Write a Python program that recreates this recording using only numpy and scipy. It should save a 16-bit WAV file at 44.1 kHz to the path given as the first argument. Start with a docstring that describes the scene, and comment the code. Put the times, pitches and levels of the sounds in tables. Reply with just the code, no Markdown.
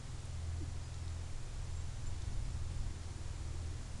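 """A quiet wooded yard, one microphone. From the start a far engine drones under a steady hiss,
light air rumbles on the microphone and the camera adds a faint high whine.
Dry litter ticks now and then, and at 0.6 s one short low note drops in pitch.
A small bird gives three thin, high chirps among the trees, the last just after 2 s.
Then the engine slows a little, the gusts pick up and a low murmur of air swells."""
import sys
import numpy as np
from scipy import signal
from scipy.fft import rfft, irfft
from scipy.io import wavfile

SR = 44100
rng = np.random.default_rng(int(sys.argv[2]) if len(sys.argv) > 2 else 0)


def wav_out(sig):
    """Save sig, one row per channel (or a flat mono array), as 16-bit PCM at SR to the path in sys.argv[1]."""
    wavfile.write(sys.argv[1], SR, np.round(np.clip(np.atleast_2d(sig).T, -1, 1) * 32767).astype(np.int16))


N = 176400
T = np.arange(N) / SR


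def amp(db):
    """Decibels to gain."""
    return 10 ** (np.asarray(db) / 20)


def unit_rms(x):
    """Scales to an rms of 1."""
    return x / np.sqrt(np.mean(x ** 2) + 1e-20)


def curve(points):
    """Joins (s, value) points by straight lines."""
    return np.interp(T, *np.transpose(points))


def add(mix, start_s, sound):
    """Adds a sound to the mix at a time."""
    part = mix[max(round(start_s * SR), 0):][:len(sound)]
    part += sound[:len(part)]


def noise(colour):
    """Noise of rms 1. Each row of its colour: frequency in Hz, relative level in dB."""
    corner_hz, db = np.transpose(colour)
    hz = np.fft.rfftfreq(N, 1 / SR)
    gain = amp(np.interp(np.log(hz + 1), np.log(corner_hz), db))
    return unit_rms(irfft(rfft(rng.standard_normal(N)) * gain, N))


def drift(rate_hz):
    """Smooth random motion of rms 1, mostly slower than rate_hz."""
    hz = np.fft.rfftfreq(N, 1 / SR)
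    lowpass = (hz > 0) * np.exp(-(hz / rate_hz) ** 2)
    return unit_rms(irfft(rfft(rng.standard_normal(N)) * lowpass, N))


def note(middle_s, length_s, hz, glide_hz_per_s, db, waver_hz=0):
    """One gliding tone that swells and fades smoothly."""
    position = np.clip((T - middle_s) / length_s, -.5, .5)
    pitch = hz + glide_hz_per_s * position * length_s + waver_hz
    return amp(db) * np.cos(np.pi * position) ** 2 * np.sin(2 * np.pi * np.cumsum(pitch) / SR)


def camera_whine():
    """Faint steady tones from the camera."""
    # Each row: frequency in Hz, rms level in dB.
    tones = [(7140, -74.5), (7853, -84)]
    return sum(np.sqrt(2) * amp(db) * np.sin(2 * np.pi * hz * T) for hz, db in tones)


def yard_air():
    """An even hiss over the yard and a soft, low murmur of air far off."""
    # Spectra. Each row: frequency in Hz, relative level in dB.
    hiss_colour = [(100, 3), (200, 9.5), (320, 9.5), (480, 8), (900, 6.5), (1600, 2.5), (2900, -0.5),
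                   (4800, 0), (7200, -0.5), (8200, -3), (10000, -5.5), (12300, -3), (14000, -26)]
    murmur_colour = [(100, -36), (200, -7), (260, -4.5), (330, 3.5), (400, -5.5), (600, -28)]
    # The murmur's swell. Each row: time in seconds, level in dB.
    murmur_level = [(0, -68.5), (2, -70), (2.8, -67), (3.0, -63), (3.7, -61), (4, -69)]
    hiss_db, rise_db_per_s = -56.5, .09
    hiss = noise(hiss_colour) * amp(hiss_db + rise_db_per_s * (T - T.mean()) + .12 * drift(rate_hz=9))
    return hiss + noise(murmur_colour) * amp(curve(murmur_level))


def gusts():
    """Light air right on the microphone: a deep rumble and a low, rustling buffet."""
    # Spectra. Each row: frequency in Hz, relative level in dB.
    rumble_colour = [(5, -4), (13, 1), (28, -1), (45, -6), (70, -14), (110, -13), (150, -24.5), (200, -35),
                     (300, -32), (600, -62.5)]
    buffet_colour = [(60, -9), (110, 5), (160, 0.5), (200, 7.5), (260, -3), (400, -26.5)]
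    # Gust strength. Each row: time in seconds, relative level in dB.
    rumble_level = [(0.0, -53), (0.11, -46), (0.22, -51.5), (0.65, -47), (1.15, -52), (1.47, -44.5),
                    (1.75, -47.5), (2.57, -38), (2.58, -46.5), (2.77, -43.5), (2.8, -40), (3.05, -51),
                    (3.33, -45.5), (4.0, -46)]
    buffet_level = [(0.0, -59), (0.28, -76), (0.31, -63), (0.9, -75.5), (2.21, -60), (2.34, -56),
                    (2.44, -73), (2.51, -59), (2.64, -69), (2.72, -55), (2.74, -57.5), (3.69, -66),
                    (3.98, -53.5), (4.0, -47)]
    rumble = noise(rumble_colour) * amp(curve(rumble_level) + 2.5)
    buffet = noise(buffet_colour) * amp(curve(buffet_level) - 2.5)
    return rumble + buffet


def trees(sound):
    """Trunks and leaves scatter a short, weak tail back to the microphone."""
    echo_db, t60_s = -5, .4
    tail = rng.standard_normal(SR // 2) * np.exp(-np.log(1000) * T[:SR // 2] / t60_s)
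    return sound + amp(echo_db) * signal.fftconvolve(sound, tail / np.linalg.norm(tail))[:N]


def litter_ticks():
    """Tiny snaps in dry litter: bright bursts that die within milliseconds."""
    # Each row: start in seconds, onset level in dB, band centre in Hz, decay in seconds.
    snaps = [(.204, -56, 8000, .002), (.254, -56.5, 8000, .004), (.9425, -45, 4800, .001),
             (1.0805, -45, 4800, .001), (2.2195, -49, 5000, .003)]
    width_octaves = .42
    out, t = np.zeros(N), T[:SR // 10]
    hz = np.fft.rfftfreq(len(t), 1 / SR)
    for start_s, db, centre_hz, decay_s in snaps:
        band = np.exp(-.5 * (np.log2((hz + 1) / centre_hz) / width_octaves) ** 2)
        burst = unit_rms(irfft(rfft(rng.standard_normal(len(t))) * band))
        add(out, start_s, amp(db) * np.exp(-t / decay_s) * burst)
    return out


def low_note():
    """One short low note that drops in pitch."""
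    # In order: middle and length in seconds, pitch in Hz, glide in Hz per second, level in dB.
    blip = (.626, .06, 310, -2400, -45.3)
    return note(*blip)


def bird():
    """A small bird's thin chirps, each falling slightly with an unsteady pitch."""
    # Each row: middle and length in seconds, pitch in Hz, level in dB.
    chirps = [(.855, .09, 4950, -64.5), (1.772, .056, 7430, -57.5), (2.074, .028, 7240, -51.5)]
    return sum(note(middle_s, length_s, hz, glide_hz_per_s=-600, db=db, waver_hz=69.4 * drift(286))
               for middle_s, length_s, hz, db in chirps)


def far_engine():
    """Low orders of a far engine that slows a little; they fade and wander on the way through the trees."""
    # Engine speed. Each row: time in seconds, pitch of the fourth order in Hz.
    speed = [(0, 82.8), (1.2, 82.8), (2.2, 82.6), (2.6, 81.7), (3.2, 81), (3.7, 79.9), (4, 79.8)]
    # Swells of the fourth order (the main note) and sixth. 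Each row: time in seconds, relative dB.
    fourth_level = [(0.0, -55), (0.51, -39.5), (0.89, -49), (1.11, -41), (1.31, -46), (1.35, -59),
                    (1.78, -43), (2.03, -49), (2.27, -44), (2.33, -51), (2.41, -47), (2.44, -53),
                    (2.6, -43.5), (3.32, -48.5), (3.68, -40.5), (3.79, -52), (3.92, -46.5), (4.0, -54)]
    sixth_level = [(0.0, -53), (0.99, -52), (1.2, -54.5), (2.04, -51), (2.17, -59), (2.44, -49),
                   (2.87, -51.5), (2.93, -57), (3.77, -52), (4.0, -56)]
    # Each row: multiple of the cycle rate, mean level in dB.
    weak_orders = [(3, -58.5), (5, -57), (7, -63.5), (8, -72), (10, -75.5), (12, -72)]
    waver_db, scatter_rad = 1.5, .52
    cycle_phase = 2 * np.pi * np.cumsum(curve(speed) / 4) / SR

    def tone(order, wander=0):
        return np.sqrt(2) * np.sin(order * cycle_phase + wander + 2 * np.pi * rng.random())

    out = amp(curve(fourth_level) - .5) * tone(order=4)
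    out += amp(curve(sixth_level)) * tone(order=6)
    for order, db in weak_orders:
        gain = amp(db + waver_db * drift(rate_hz=2.26))
        out += gain * tone(order, wander=scatter_rad * drift(rate_hz=3.6))
    return out


def scene():
    """The whole yard at one microphone."""
    steady = far_engine() + yard_air() + gusts() + camera_whine()
    return (steady + trees(bird() + litter_ticks()) + low_note())[None]


def record(dry):
    """The recorder rolls off the treble and passes nothing above its band edge."""
    # Treble response. Each row: frequency in Hz, gain in dB.
    treble = [(10000, 0), (10500, -6), (11000, -18), (11500, -17.5), (11900, -24), (12300, -38)]
    edge_hz = 12300
    hz = np.linspace(0, SR / 2, 1025)
    gain = amp(np.interp(hz, *np.transpose(treble))) * (hz < edge_hz)
    taps = signal.firwin2(1023, hz, gain, window=("kaiser", 9), fs=SR)
    return signal.oaconvolve(dry, taps[None], "same")


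dry = scene()
out = record(dry)
wav_out(out)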